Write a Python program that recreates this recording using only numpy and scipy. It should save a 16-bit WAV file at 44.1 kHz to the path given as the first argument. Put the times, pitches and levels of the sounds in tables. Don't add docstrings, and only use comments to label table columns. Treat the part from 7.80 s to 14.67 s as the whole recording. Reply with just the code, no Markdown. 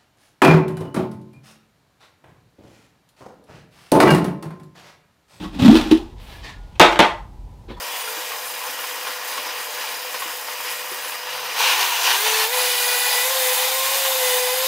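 import sys
import numpy as np
from scipy import signal
from scipy.fft import rfft, irfft
from scipy.io import wavfile
from scipy.ndimage import uniform_filter1d

SR = 44100
rng = np.random.default_rng(int(sys.argv[2]) if len(sys.argv) > 2 else 0)


def wav_record(signal):
    frames = np.transpose(np.atleast_2d(signal))
    bounded = np.clip(frames, -1, 1)
    quanta = np.round(bounded * 32767).astype(np.int16)
    wavfile.write(sys.argv[1], SR, quanta)


def attenuation_scalar(level_db):
    decades = np.asarray(level_db, float) / 20
    return 10 ** decades


N = 302967
SWITCH_S, SPIN_UP_S = 3.745, 0.05


def evened(x):
    return x / np.sqrt(np.mean(abs(x) ** 2) + 1e-20)


def read(points, hz):
    f, value = np.transpose(points)
    return np.interp(np.log(hz + 1), np.log(f + 1), value)


def add(mix, s, sound):
    part = mix[round(s * SR):][:len(sound)]
    part += sound[:len(part)]


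def ramp(t, start_s, length_s):
    return np.clip((t - start_s) / length_s, 0, 1)


def swells(t, rows):
    s, length, *columns = np.transpose(rows)
    coarse = t[::64]
    humps = np.cos(np.pi / 2 * np.clip(2 * (coarse[:, None] - s) / length, -1, 1)) ** 2
    return [np.interp(t, coarse, humps @ c) for c in columns]


def wobble(size, width_hz):
    r = np.exp(-np.pi * width_hz / SR)
    z = rng.standard_normal((size + 4000, 2)) @ [1, 1j]
    return evened(signal.lfilter([1], [1, -2 * r, r * r], z)[4000:])


def bell(hz, middle, width):
    return 1 / (1 + (2 * (hz - middle) / width) ** 2)


def ringing(hz, rings):
    return 1 + sum(attenuation_scalar(db) * bell(hz, f, w) for f, w, db in rings)


def notched(hz, gaps):
    return np.prod([1 - min(depth, .9) * bell(hz, f, w) for f, w, depth in gaps], axis=0)


def kitchen(x):
    at = np.arange(120, 12000, 22) + rng.integers(0, 22, (2, 540))
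    taps = np.zeros((2, 12100))
    decay = attenuation_scalar(-60 * at / SR / 0.34)
    np.put_along_axis(taps, at, rng.choice([-1., 1.], at.shape) * decay, 1)
    return signal.fftconvolve(x[None], taps / np.linalg.norm(taps[0]), axes=1)[:, :N]


def buzz():
    # frequency in Hz, level in dB.
    mains_lines = [(200.2, -76), (500.3, -49), (600.3, -50), (700.5, -53)]
    t = np.arange(N) / SR
    hum = np.zeros(N)
    for hz, db in mains_lines:
        unsteady = 1 + 0.44 * wobble(N, 10.0)
        hum += attenuation_scalar(db) * (np.exp(2j * np.pi * hz * t) * unsteady).real
    return np.sqrt(2) * hum * attenuation_scalar(-5 * ramp(t, SWITCH_S, SPIN_UP_S))


def squeals():
    # start in seconds, length in seconds, frequency in Hz, width in Hz, level in dB.
    squeal_rows = [(.08, .34, 446, 10, -41), (0, .08, 9200, 90, -44), (.12, .22, 9100, 120, -39),
                   (.62, .14, 9450, 150, -44), (2.27, .08, 10400, 100, -46), (4.76, .45, 390, 30, -48),
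                   (4.27, .1, 944, 20, -29), (6.42, .16, 3560, 50, -33), (3.47, .25, 145, 10, -62),
                   (5.9, .5, 7300, 90, -41), (4.8, 1.5, 8850, 160, -42), (.36, .17, 447, 12, -44),
                   (.05, .35, 3400, 90, -41), (5.62, .2, 2520, 40, -37), (3.2, .13, 1060, 50, -38)]
    out = np.zeros(N)
    for s, length, hz, width_hz, db in squeal_rows:
        t = np.arange(0, length, 1 / SR)
        tone = (np.exp(2j * np.pi * hz * t) * (.7 + .7 * wobble(len(t), width_hz))).real
        add(out, s, attenuation_scalar(db) * tone * signal.windows.tukey(len(t), .4))
    return out


def splashes():
    # start in seconds, length in seconds, frequency in Hz, width in Hz, level in dB.
    splash_rows = [
        (.65, .06, 10600, 900, -43),
        (1.27, .03, 9300, 1500, -42),
        (1.46, .07, 11200, 800, -43),
        (1.8, .04, 9300, 1300, -42),
        (2.39, .03, 10000, 900, -43),
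        (2.87, .06, 10900, 1200, -41),
        (3.1, .03, 10800, 1000, -40),
        (3.22, .06, 10600, 1300, -41),
    ]
    out = np.zeros(N)
    for s, length, hz, width_hz, db in splash_rows:
        t = np.arange(0, length, 1 / SR)
        spray = (np.exp(2j * np.pi * hz * t) * wobble(len(t), width_hz)).real
        add(out, s, attenuation_scalar(db + 5.5) * spray * signal.windows.tukey(len(t), .6))
    return out


def bumps():
    # start in seconds, peak in dB, ring in Hz, t60 in seconds.
    bump_rows = [(0.37, -37, 325, 0.16), (0.719, -46, 384, 0.12), (0.892, -43, 272, 0.1),
                 (1.289, -43, 290, 0.12), (1.584, -36, 270, 0.085), (1.661, -41, 320, 0.17),
                 (1.803, -40, 377, 0.12), (2.454, -36, 320, 0.14), (2.569, -48, 312, 0.13),
                 (3.115, -27, 381, 0.081), (3.129, -38, 385, 0.1), (3.39, -53, 396, 0.12),
                 (3.824, -35, 382, 0.084), (6.845, -39, 353, 0.15)]
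    out = np.zeros(N)
    t = np.arange(6000) / SR
    soft_onset = 1 - np.exp(-t / 0.0018)
    for s, db, hz, t60 in bump_rows:
        thud = np.sin(2 * np.pi * hz * t) + 0.12 * np.sin(np.pi * hz * t)
        add(out, s, attenuation_scalar(db - 1.5 - 60 * t / t60) * thud * soft_onset)
    return out


def knocks():
    # start in seconds, peak in dB, ring in Hz.
    knock_rows = [(0.275, -20, 1390), (0.519, -19.5, 1080), (0.99, -20.5, 2900), (1.04, -21.5, 1050),
                  (1.269, -16.5, 1075), (1.361, -31, 990), (1.489, -23, 896), (1.579, -14.5, 1086),
                  (2.039, -22, 865), (2.206, -30, 930), (2.343, -16.5, 1034), (2.421, -16.5, 1085),
                  (2.684, -20, 925), (2.803, -20, 936), (3.246, -26, 1080), (3.32, -20, 1010)]
    out = np.zeros(N)
    t = np.arange(6000) / SR
    wall = signal.butter(2, [700, 3300], "band", fs=SR)
    ring_shape = attenuation_scalar(-60 * t / 0.061) * (1 - np.exp(-t / 0.00062))
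    for s, db, hz in knock_rows:
        crack = 1.7 * signal.lfilter(*wall, rng.standard_normal(len(t))) * attenuation_scalar(-60 * t / 0.094)
        ring = np.sin(2 * np.pi * hz * t) * ring_shape
        add(out, s, attenuation_scalar(db - 5) * (ring + crack))
    return out


def gusty_noise(colour, lift, gusts_db):
    hz = np.fft.rfftfreq(2048, 1 / SR)
    noise = rng.standard_normal(N) * attenuation_scalar(gusts_db)
    z = signal.stft(noise, nperseg=2048, noverlap=1536)[2]
    patches = uniform_filter1d(rng.standard_normal(z.shape), 30, 0)
    patches_db = evened(uniform_filter1d(patches, 6, 1))
    z = z * attenuation_scalar(read(colour, hz)[:, None] + patches_db) * lift[:, None]
    return evened(signal.istft(z, nperseg=2048, noverlap=1536)[1][:N])


def churn():
    # frequency in Hz, level in dB per Hz.
    slow_colour = [(40, -34), (120, -24), (330, -9), (420, -3), (490, 1), (570, 0), (650, -4.5), (950, 5),
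                   (1300, 5.5), (1600, 3), (3000, 3.5), (4200, -1.5), (6000, -2), (7500, -29)]
    surge_colour = [(40, -42), (120, -38), (330, -20), (480, -6), (570, -5), (650, -4.5), (950, 6),
                    (1300, 4), (2000, 1), (2700, 5.5), (3500, 2.5), (4800, 0), (6000, -0.5), (7500, -12.5)]
    fast_colour = [(40, -50), (120, -44), (200, -31), (420, -16.5), (500, -5.5), (600, -7), (780, 0.5),
                   (1100, -3), (1300, -2), (2000, -2), (3200, -1), (4200, -1.5), (6000, -6), (7500, -9)]
    spray_colour = [(4500, -36), (6300, 4.5), (7500, 2), (9500, 2), (11000, 2), (12500, 2), (14300, 3.5),
                    (15000, 5), (15700, -1)]
    # frequency in Hz, width in Hz, lift in dB.
    body_rings = [(447, 15, 0), (505, 50, 3), (770, 40, -3), (862, 25, -2), (945, 40, -3), (1008, 25, -3),
                  (1062, 30, 0), (1890, 90, -3), (2430, 80, -4), (2900, 80, -5), (3620, 200, -6),
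                  (4950, 300, -8), (7300, 120, -8), (8830, 100, -8), (14150, 150, -5), (14600, 150, -6)]
    # frequency in Hz, width in Hz, lift in dB.
    chop_rings = [(750, 20, -5.5), (1665, 87, -6.5), (1900, 25, -7.5), (3380, 150, -7), (3930, 60, -6),
                  (4800, 70, 1.5), (5150, 60, 0)]
    # frequency in Hz, width in Hz, depth 0-1.
    chop_gap = (3490, 280, 0.48)
    # frequency in Hz, width in Hz, depth 0-1.
    surge_gaps = [(1040, 120, .2), (1250, 150, .3), (2150, 200, .25), (3580, 220, 0.3), (5050, 700, .35)]
    # frequency in Hz, width in Hz, depth 0-1.
    counter_gaps = [(356, 20, 0.25), (398, 24, 0.75), (579, 33, 1), (632, 23, 0), (1283, 88, 0.38)]
    # middle in seconds, length in seconds, rattle change in dB, hiss change in dB.
    heaves = [(0.203, 0.22, 0, 2.5), (.7, .2, -1, 0.5), (1.402, 0.21, -1.5, -2), (1.506, .16, 1.5, 1.5),
              (1.695, 0.17, 2, 0), (1.89, 0.15, -2, -1.5), (2.047, 0.41, 1, 1), (2.32, 0.49, -1, -0.5),
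              (2.615, .2, -1, 0), (2.894, 0.2, 1.5, 1.5), (3.03, 0.26, -1, -2), (3.415, 0.22, -1, -2.5),
              (3.582, .5, 1.2, -3), (3.866, 0.4, 5.5, -3.5), (3.955, 0.087, -1.5, -2), (4.033, 0.15, 4, -1),
              (4.14, 0.23, -1.5, -4), (4.3, .22, 4.8, -.6), (4.475, .12, 2, 1.7), (4.598, 0.25, 1.7, 1),
              (4.695, 0.13, -4.5, -3.5), (4.84, .2, 1.4, -2.5), (5.34, .2, 1.2, -.3), (5.48, 0.22, -1, 0),
              (5.68, 0.38, 0.1, 1.8), (5.98, .2, -2, 0.7), (6.2, .25, 0.4, 1.5), (6.72, 0.32, -1.7, -2.2)]

    hz, t = np.fft.rfftfreq(2048, 1 / SR), np.arange(N) / SR
    lift = ringing(hz, body_rings) * notched(hz, counter_gaps)
    chop_lift = lift * ringing(hz, chop_rings) * notched(hz, [chop_gap])
    surge_lift = lift * notched(hz, surge_gaps)
    shared_db = 0.24 * wobble(N, 16).real

    def layer(colour, layer_lift, gust_db, quick_db):
        gusts_db = shared_db + gust_db * wobble(N, 21).real + quick_db * wobble(N, 180).real
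        return gusty_noise(colour, layer_lift, gusts_db)

    slow = layer(slow_colour, chop_lift, .8, 1.2)
    surge = layer(surge_colour, surge_lift, .8, .8)
    fast = layer(fast_colour, lift, .4, .6)
    hiss = layer(spray_colour, lift, .9, 1.1)

    switched = ramp(t, SWITCH_S, SPIN_UP_S)
    settled = ramp(t, 4.55, 0.178)
    rattle = np.sqrt(1 - switched) * slow
    rattle += np.sqrt(switched * (1 - settled)) * surge
    rattle += np.sqrt(settled) * fast
    hiss = hiss * attenuation_scalar(0.98 * (1 - switched) * wobble(N, 30).real)
    rattle_db, hiss_db = swells(t, heaves)
    rattle_db = rattle_db - 30.5 + 8.5 * switched
    hiss_db = hiss_db - 34 + 8.5 * switched
    return attenuation_scalar(rattle_db) * rattle + attenuation_scalar(hiss_db) * hiss


def motor():
    # time in seconds, shaft speed in Hz, unbalance tone in dB.
    shaft = [(3.901, 338, -55), (4.02, 387.1, -42.5), (4.2, 332, -65), (4.26, 372, -48), (4.38, 398, -46),
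             (4.455, 438, -31.5), (4.66, 440, -33), (4.73, 503, -32), (4.78, 502, -30), (4.95, 490.9, -36),
             (5.41, 493.1, -35), (5.52, 533, -29.5), (5.66, 507, -28), (5.77, 505, -30), (6.17, 544, -33.5),
             (6.48, 503, -26.5), (6.69, 502, -29), (6.86, 525, -28)]
    # middle in seconds, length in seconds, change in dB.
    tone_swells = [
        (5.765, .08, -16),
        (6.29, 0.14, 5),
        (6.422, 0.062, 3),
        (6.76, 0.19, -1.5),
    ]
    # frequency in Hz, level in dB.
    housing = [(680, -37.5), (740, -46), (790, -32.5), (860, -51), (885, -37), (975, -42), (1008, -35),
               (1030, -39.5), (1065, -30)]
    # multiple of shaft speed, level in dB.
    blade_orders = [(3, -7), (4, 1), (5, -2), (6, -3), (7, -9), (8, -5), (9, -6), (10, -4), (29, -9)]
    commutator_bars, rasp_order = 22, 7

    s, *columns = np.transpose(shaft)
    t = np.arange(s[0], N / SR, 1 / SR)
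    size = len(t)
    hz, tone_db = (uniform_filter1d(np.interp(t, s, c), size=1500) for c in columns)
    turn = 2 * np.pi * np.cumsum(hz) / SR

    tone_db = tone_db + swells(t, tone_swells)[0]
    second_db = read(housing, 2 * hz)
    blade_db = -34 - 0.3222 * np.maximum(hz - 494, 0)
    blade_db = blade_db + np.interp(t, [4.3, 4.47], [-7, 0])
    blade_db = blade_db - 2 * ramp(t, 5.45, .1)
    whine_db = -33.5 + .03 * np.minimum(hz - 505, 0)
    racing = 1. * (np.gradient(hz) * SR > 680)
    race_db = -14 * uniform_filter1d(racing, size=800)

    tone = np.exp(1j * turn) * (1 + .14 * wobble(size, 20))
    second = np.exp(2j * turn) * (.75 + .6 * wobble(size, 35))
    blades = np.zeros(size, complex)
    for k, db in blade_orders:
        blades += attenuation_scalar(db) * np.exp(1j * k * turn) * (.6 + wobble(size, 9 * k + 8))
    whine = np.exp(1j * commutator_bars * turn) * (.1 + wobble(size, 280))
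    whine = whine * attenuation_scalar(2.5 * wobble(size, 8).real) * ramp(t, 4.24, .06)
    rasp = np.exp(1j * rasp_order * turn) * wobble(size, 160.4)
    rasp = rasp * ramp(t, 5.4, 0.17) * np.sqrt(bell(rasp_order * hz, 3650, 183))

    song = attenuation_scalar(tone_db) * tone + attenuation_scalar(second_db) * second
    song += attenuation_scalar(blade_db + race_db) * blades + attenuation_scalar(whine_db + race_db) * whine
    song += attenuation_scalar(-36.5) * rasp
    out = np.zeros(N)
    add(out, s[0], np.sqrt(2) * song.real * np.minimum((t - s[0]) / 0.017, 1))
    return out


def scene():
    # frequency in Hz, left-right likeness 0-1.
    likeness = [(60, .99), (300, 0.91), (1000, 0.99), (2500, 0.91), (4500, 0.91), (5600, 0.99), (8000, 1),
                (11000, 1), (14600, 1), (15500, .88)]
    # frequency in Hz, left minus right in dB.
    lean = [(60, 0.0), (180, 0.5), (550, 2), (1650, 1.5), (4970, 0.5), (15000, -0.5)]
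    dry = buzz() + squeals() + splashes() + bumps() + knocks() + churn() + motor()
    hz = np.fft.rfftfreq(N, 1 / SR)
    same = np.clip(read(likeness, hz), 0, 1)
    ears = np.sqrt(same) * rfft(dry) + attenuation_scalar(-1.0) * np.sqrt(1 - same) * rfft(kitchen(dry))
    return irfft(ears * attenuation_scalar([[.5], [-.5]] * read(lean, hz)), N)


def roll_off(x):
    return signal.sosfilt(signal.butter(12, 16830, fs=SR, output="sos"), x)


def record(dry):
    thin = signal.lfilter(*signal.butter(2, 90, "high", fs=SR), dry)
    edge = signal.firwin(1023, 15730, window=("kaiser", 9), fs=SR)
    mix = signal.oaconvolve(thin, edge[None], "same")
    return roll_off(mix)


dry = scene()
out = record(dry)
wav_record(out)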